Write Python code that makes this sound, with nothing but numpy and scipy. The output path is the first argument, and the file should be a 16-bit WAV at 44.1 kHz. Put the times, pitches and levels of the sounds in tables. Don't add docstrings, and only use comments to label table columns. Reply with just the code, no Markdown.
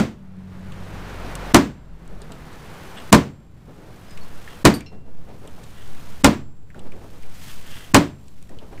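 import sys
import numpy as np
from scipy import signal
from scipy.fft import rfft, irfft
from scipy.io import wavfile
from scipy.ndimage import uniform_filter1d, minimum_filter1d

SR = 44100
rng = np.random.default_rng(int(sys.argv[2]) if len(sys.argv) > 2 else 0)


def put_to_file(sound):
    columns = np.atleast_2d(sound).T
    safe = np.clip(columns, -1, 1)
    whole_steps = np.round(safe * 32767)
    wavfile.write(sys.argv[1], SR, whole_steps.astype(np.int16))


N = 388080
TIME = np.arange(N) / SR

# time of landing in seconds, level in dB, crack in dB, rebound in dB
# relative to the crack, strongest boom in Hz, steel ring in dB.
CLANKS = [(-.035, -3, -1, 2, 198, -14), (1.5451, 0.5, 0, -15, 344, -2), (3.127, 0, 1.5, -10.5, 223.3, 1),
          (4.6519, 0.5, 0.5, -16, 268, -3), (6.2443, -0.5, 0, -20, 283, 2.5),
          (7.945, 0.5, -1, -9.5, 265, 1)]
# frequency in Hz, relative level in dB, t60 in seconds.
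FRAME_MODES = [(64.5, -21, 0.33), (90.4, -24, 0.4), (139.6, -18.5, 0.35), (187, -16.5, 0.051),
               (218.8, -12, 0.28), (269.2, -10.5, 0.16), (289.3, -7.5, .21), (343.8, -14.5, .23),
               (466, -14.5, 0.21), (581, -16.5, 0.22), (688.5, -18, 0.16), (844, -22, 0.13),
               (958, -24, 0.26), (1020, -14, 0.16), (1130, -20, 0.19), (1235, -22, 0.2), (1505, -21, 0.08),
               (1505, -28, 0.15), (2094, -22.5, 0.17), (2250, -24, 0.074), (2866, -20, 0.078),
               (4007, -26, 0.12), (4850, -28, 0.14), (5250, -27.5, 0.12), (7500, -60, 1.3),
               (12000, -70.5, 0.88)]
# frequency in Hz, relative level per Hz in dB.
SNAP_COLOUR = [(800, -6.5), (2500, -4.5), (5500, -4), (8500, 5.5), (10500, -11.5), (15000, -16)]
# frequency in Hz, relative level per Hz in dB.
CRACK_COLOUR = [(100, -5.5), (300, -2), (700, 1.5), (1150, 1.5), (2000, -7), (4000, -12.5), (8500, -16.5),
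                (10500, -25), (15000, -31)]
# frequency in Hz, relative level per Hz in dB.
PLANKS_COLOUR = [(30, -6), (100, -8), (260, 1.5), (420, -10.5), (1000, -20), (2000, -23), (4000, -30.5),
                 (8000, -38), (11000, -50.5), (15000, -46.5)]
# frequency in Hz, relative level per Hz in dB.
YARD_COLOUR = [(30, -7), (200, -5), (400, -4.5), (1000, -10.5), (3000, -30.5), (8000, -44), (15000, -50.5)]
# start in seconds, frequency in Hz, level in dB,
# t60 in seconds, chatter in dB.
PINGS = [(4.740, 4608, -11, .17, -18), (4.740, 8775, -15, .13, -17), (4.740, 12150, -18, .13, -21),
         (4.808, 2330, -31, .25, -28), (4.862, 2740, -33, .65, -27), (4.862, 4161, -30, .2, -34),
         (4.862, 5405, -24, .13, -34)]
# start in seconds, ring in dB, ring in Hz, snap in dB.
TICKS = [(0.721, -36, 3040, -34), (1.3535, -35, 2980, -22), (2.077, -39, 1600, -30),
         (2.218, -34, 3800, -27.5), (2.320, -32.5, 3000, -27), (4.1750, -33.5, 2590, -38),
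         (4.4765, -33, 1800, -53), (4.807, -20, 2340, -16), (5.475, -38, 3050, -35),
         (6.703, -30, 1840, -42), (6.7455, -29, 1490, -41), (6.793, -31, 3110, -31),
         (6.9197, -33, 2280, -41), (8.2823, -38, 3560, -24), (8.426, -44, 3500, -27),
         (8.493, -39, 1760, -29.5), (8.587, -31.5, 3070, -38), (8.777, -36, 1940, -46)]
# start in seconds, level in dB,
# time between scuffs in seconds, change from one scuff to the next in dB.
SWINGS = [(2.085, -26.5, .1, 0), (3.665, -26, 0.1, -1), (4.911, -18, 0.132, -6), (5.265, -23, 0.15, -4),
          (6.745, -20.5, 0.089, -3), (7.0, -27, 0.11, -6), (8.488, -23.5, .11, -1)]
# frequency in Hz, relative level per Hz in dB.
SCUFF_COLOUR = [(100, -14), (200, -2), (330, -2), (430, 2), (520, -2), (680, -3), (950, -9), (2000, -20),
                (5000, -31), (15000, -45)]
# middle in seconds, width in seconds, level in dB.
RUBS = [(2.99, 0.014, -35.5), (4.52, .031, -47), (5.8, 0.037, -45.5), (7.5, 0.013, -44), (7.77, 0.082, -43)]
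# frequency in Hz, relative level in dB, t60 in seconds.
PIVOT_MODES = [(1710, -1.5, 0.0066), (2000, -8, .015), (2820, -5.5, .012), (3180, -10, 0.027),
               (3454, -9.5, 0.012), (4400, -18, 0.0035), (8140, -15, .01)]
# start in seconds, length in seconds, start in Hz, end in Hz, level in dB.
SQUEAKS = [(4.053, 0.13, 5020, 5030, -47), (4.2, 0.047, 4540, 4200, -43)]
# frequency in Hz, relative level per Hz in dB.
RUSH_COLOUR = [(88, -26), (150, -0.5), (178, -4.5), (289, -9.5), (378, -7), (601, -9), (701, -9.5),
               (1430, -12.5), (4120, -26.5), (15000, -48.5)]
# multiple of the firing rate, loudest moment in seconds,
# width in seconds, level in dB.
ENGINE_ORDERS = [(1, 1.5, 0.51, -33), (2, 0.71, .7, -37.5), (3, 0.25, 0.2, -45), (4, 0.31, 0.39, -31)]
# frequency in Hz, relative level per Hz in dB.
RUMBLE_COLOUR = [(20, 2), (55, 1.5), (100, 1.5), (180, -4.5), (300, -8), (700, -30.5)]
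# frequency in Hz, relative level per Hz in dB.
LEAVES_COLOUR = [(800, -5), (2500, -2), (8500, -8.5), (10500, -10.5), (15000, -11.5)]
# middle in seconds, width in seconds, level in dB.
RUSTLES = [(7.47, 0.096, -41.5), (7.76, 0.059, -44.5), (8.3, 0.14, -40)]
# time in seconds, level in dB.
BUFFET = [(0, -37.5), (3.9, -40), (4.2, -28), (7.6, -24.5), (8.8, -31.5)]

CLANK_DB, REBOUND_S = 24, 0.019
SLACK_FROM_S, SLACK_TO_S, FAINT_TICK_DB, FAINT_TICK_HZ = 0.98, 0.99, -45.5, 2600
SCUFF_RISE_S, SCUFF_T60_S = 0.025, 0.33
PASS_S, PASS_WIDTH_S, PASS_DB = 1.25, 0.66, -32.5
ENGINE_HZ, ENGINE_SAG_HZ_PER_S = 47.2, 1.5
RUMBLE_DB, LEAVES_DB = -44, -49
CUTOFF_HZ = 15450


def from_db(db):
    return 10 ** (np.asarray(db) / 20)


def rms_one(x):
    return x / np.sqrt(np.mean(x ** 2) + 1e-20)


def noise(colour, size=N):
    hz, db = np.transpose(colour)
    f = np.fft.rfftfreq(size, 1 / SR) + 1e-3
    ends = 1 / (1 + (hz[0] / 2 / f) ** 2) / (1 + (f / hz[-1] / 2) ** 4)
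    gain = from_db(np.interp(np.log(f), np.log(hz), db))
    return rms_one(irfft(rfft(rng.standard_normal(size)) * ends * gain, size))


def drift(rate):
    f = np.fft.rfftfreq(N, 1 / SR)
    return rms_one(irfft(rfft(rng.standard_normal(N)) / (1 + (f / rate) ** 4), N))


def fade(t, t60):
    return (t >= 0) * np.exp(-np.log(1000) * np.maximum(t, 0) / t60)


def tone(hz, t):
    return np.sin(2 * np.pi * hz * t)


def add(out, s, sound):
    at = round(s * SR)
    part = sound[max(-at, 0):max(N - at, 0)]
    out[max(at, 0):max(at, 0) + len(part)] += part


def swells(rows):
    return sum(from_db(db) * np.exp(-0.5 * ((TIME - s) / width) ** 2) for s, width, db in rows)


def clanks(click_db=2, click_t60=0.0061, crack_db=-3, crack_t60=0.08,
           planks_db=-7, planks_t60=0.28, frame_db=-2.5, build_s=0.00053,
           yard_db=-52, yard_t60=1.9, slip_s=0.008, slip_hz=230, slip_db=-7, slip_grit_db=-22):
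    out = np.zeros(N)
    t = np.arange(SR) / SR - slip_s
    contact = noise(CRACK_COLOUR, size=SR)
    boards = noise(PLANKS_COLOUR, size=SR)
    build = 1 - np.exp(-np.maximum(t, 0) / build_s)
    slipping = (t < 0) * (1 + t / slip_s)
    for s, db, hard_db, rebound_db, boom_hz, ring_db in CLANKS:
        steel = (contact + noise(CRACK_COLOUR, size=SR)) / np.sqrt(2)
        wood = (boards + noise(PLANKS_COLOUR, size=SR)) / np.sqrt(2)
        click = from_db(click_db) * noise(SNAP_COLOUR, size=SR) * fade(t, click_t60)
        rebound = from_db(rebound_db) * fade(t - REBOUND_S, crack_t60 / 2)
        crack = from_db(crack_db) * steel * (fade(t, crack_t60) + rebound)
        frame = from_db(frame_db) * frame_ring(t, boom_hz, ring_db)
        planks = from_db(planks_db) * wood * fade(t, planks_t60)
        yard = from_db(yard_db) * noise(YARD_COLOUR, size=SR) * fade(t, yard_t60)
        groan = from_db(slip_db) * np.cos(2 * np.pi * slip_hz * t)
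        slip = slipping * (groan + from_db(slip_grit_db) * steel)
        timber = build * (frame + planks + yard)
        impact = from_db(hard_db) * (click + crack)
        add(out, s - slip_s, from_db(CLANK_DB + db) * (slip + impact + timber))
    return out


def frame_ring(t, boom_hz, ring_db, boom_db=4, boom_width=0.12, spread_db=2, steel_hz=420):
    hz, db, t60 = np.transpose(FRAME_MODES)
    boom = boom_db * np.exp(-0.5 * (np.log(hz / boom_hz) / boom_width) ** 2)
    steel = ring_db * (hz > steel_hz)
    gains = from_db(db + boom + steel + spread_db * rng.standard_normal(len(hz)))
    return sum(gain * fade(t, decay) * np.sin(2 * np.pi * (f * t + rng.random()))
               for f, gain, decay in zip(hz, gains, t60))


def pings(chatter_t60=0.13):
    out, t = np.zeros(N), TIME[:SR]
    for s, hz, db, t60, chatter_db in PINGS:
        ring = tone(hz, t) * fade(t, t60)
        chatter = noise([(hz / 2, -40), (hz, 0), (hz * 2, -40)], size=len(t)) * fade(t, chatter_t60)
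        add(out, s, from_db(db) * ring + from_db(chatter_db) * chatter)
    return out


def faint_ticks(spread_db=3, spread_octaves=0.65, count=3):
    rows = []
    for drop in CLANKS[1:]:
        for _ in range(count):
            s = drop[0] + rng.uniform(SLACK_FROM_S, SLACK_TO_S)
            ring_db = FAINT_TICK_DB + spread_db * rng.normal()
            hz = FAINT_TICK_HZ * 2 ** (spread_octaves * rng.normal())
            snap_db = FAINT_TICK_DB + spread_db * rng.normal()
            rows.append((s, ring_db, hz, snap_db))
    return rows


def ticks(snap_t60=0.016, body_t60=0.055):
    out, t = np.zeros(N), TIME[:SR // 4]
    for s, ring_db, hz, snap_db in TICKS + faint_ticks():
        snap = noise(SNAP_COLOUR, size=len(t)) * fade(t, snap_t60)
        resonance = [(hz / 2, -22), (hz, 0), (hz * 2, -24), (hz * 4, -40)]
        body = noise(resonance, size=len(t)) * fade(t, body_t60)
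        add(out, s, from_db(snap_db) * snap + from_db(ring_db) * body)
    return out


def scuffs(grain_db=1.5, count=3):
    power, t = np.zeros(N), TIME[:SR]
    shape = (1 - np.exp(-t / SCUFF_RISE_S)) * fade(t, SCUFF_T60_S)
    for s, db, gap_s, step_db in SWINGS:
        for k in range(count):
            add(power, s + k * gap_s, (from_db(db + k * step_db) * shape) ** 2)
    return np.sqrt(power) * noise(SCUFF_COLOUR) * from_db(grain_db * drift(38))


def creaks(slips_per_s=700, slip_spread_db=3):
    slips = (rng.random(N) < slips_per_s / SR) * from_db(slip_spread_db * rng.standard_normal(N))
    t = TIME[:SR // 20]
    ringing = sum(from_db(db) * fade(t, t60) * tone(hz, t) * (-1) ** k
                  for k, (hz, db, t60) in enumerate(PIVOT_MODES))
    return swells(RUBS) * rms_one(signal.fftconvolve(slips, ringing)[:N])


def squeaks(waver=0.0064):
    out, wobble = np.zeros(N), 1 + waver * drift(210)
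    for s, length, start_hz, end_hz, db in SQUEAKS:
        n = int(length * SR)
        phase = np.cumsum(np.linspace(start_hz, end_hz, n) * wobble[:n]) / SR
        add(out, s, from_db(db) * np.hanning(n) * np.sin(2 * np.pi * phase))
    return out


def tyres(gust_db=0.7, falloff=0.76):
    distance = np.hypot(1, (TIME - PASS_S) / PASS_WIDTH_S)
    level = from_db(PASS_DB + gust_db * drift(9.6)) / distance ** falloff
    return level * noise(RUSH_COLOUR)


def engine(waver=0.0083):
    hz = (ENGINE_HZ - ENGINE_SAG_HZ_PER_S * TIME) * (1 + waver * drift(6))
    phase = 2 * np.pi * np.cumsum(hz) / SR
    return sum(swells([(s, width, db)]) * np.sin(k * phase) for k, s, width, db in ENGINE_ORDERS)


def outdoors(rumble_gust_db=1.0, leaf_grain_db=1.5, buffet_hz=5):
    rumble = from_db(RUMBLE_DB + rumble_gust_db * drift(11)) * noise(RUMBLE_COLOUR)
    leaf_level = np.hypot(from_db(LEAVES_DB), swells(RUSTLES))
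    leaves = leaf_level * from_db(leaf_grain_db * drift(120)) * noise(LEAVES_COLOUR)
    wind = from_db(np.interp(TIME, *np.transpose(BUFFET))) * drift(buffet_hz)
    return rumble + leaves + wind


def scene():
    jack = clanks() + pings() + ticks() + scuffs() + creaks() + squeaks()
    background = tyres() + engine() + outdoors()
    return (jack + background)[None]


def ducking(over_db, hold_s, release_s, ahead_s=0.011, attack_s=0.008):
    hold = int(hold_s * SR)
    held = -minimum_filter1d(-over_db, hold, origin=(hold - 1) // 2, mode="nearest")
    cut_db = np.exp(np.maximum.accumulate(np.log(held) + TIME / release_s) - TIME / release_s)
    early = np.interp(TIME + ahead_s, TIME, cut_db)
    return from_db(-uniform_filter1d(early, int(attack_s * SR)))


def gain_control(x, threshold_db=-11, depth_db=22, split_hz=210):
    heard = signal.sosfilt(signal.butter(2, 100, "high", fs=SR, output="sos"), x)
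    over = np.clip(20 * np.log10(np.abs(heard) + 1e-9) - threshold_db, 1e-6, depth_db)
    bass = signal.sosfiltfilt(signal.butter(2, split_hz, fs=SR, output="sos"), x)
    bass_gain = ducking(over, hold_s=0.064, release_s=0.15)
    rest_gain = ducking(over, hold_s=0.33, release_s=0.52)
    return bass * bass_gain + (x - bass) * rest_gain


def record(dry, top=0.93):
    x = gain_control(dry[0]) / top
    clipped = top * x / (1 + x ** 6) ** (1 / 6)
    return signal.sosfilt(signal.ellip(10, 0.1, 80, CUTOFF_HZ, fs=SR, output="sos"), clipped)[None]


dry = scene()
out = record(dry)
put_to_file(out)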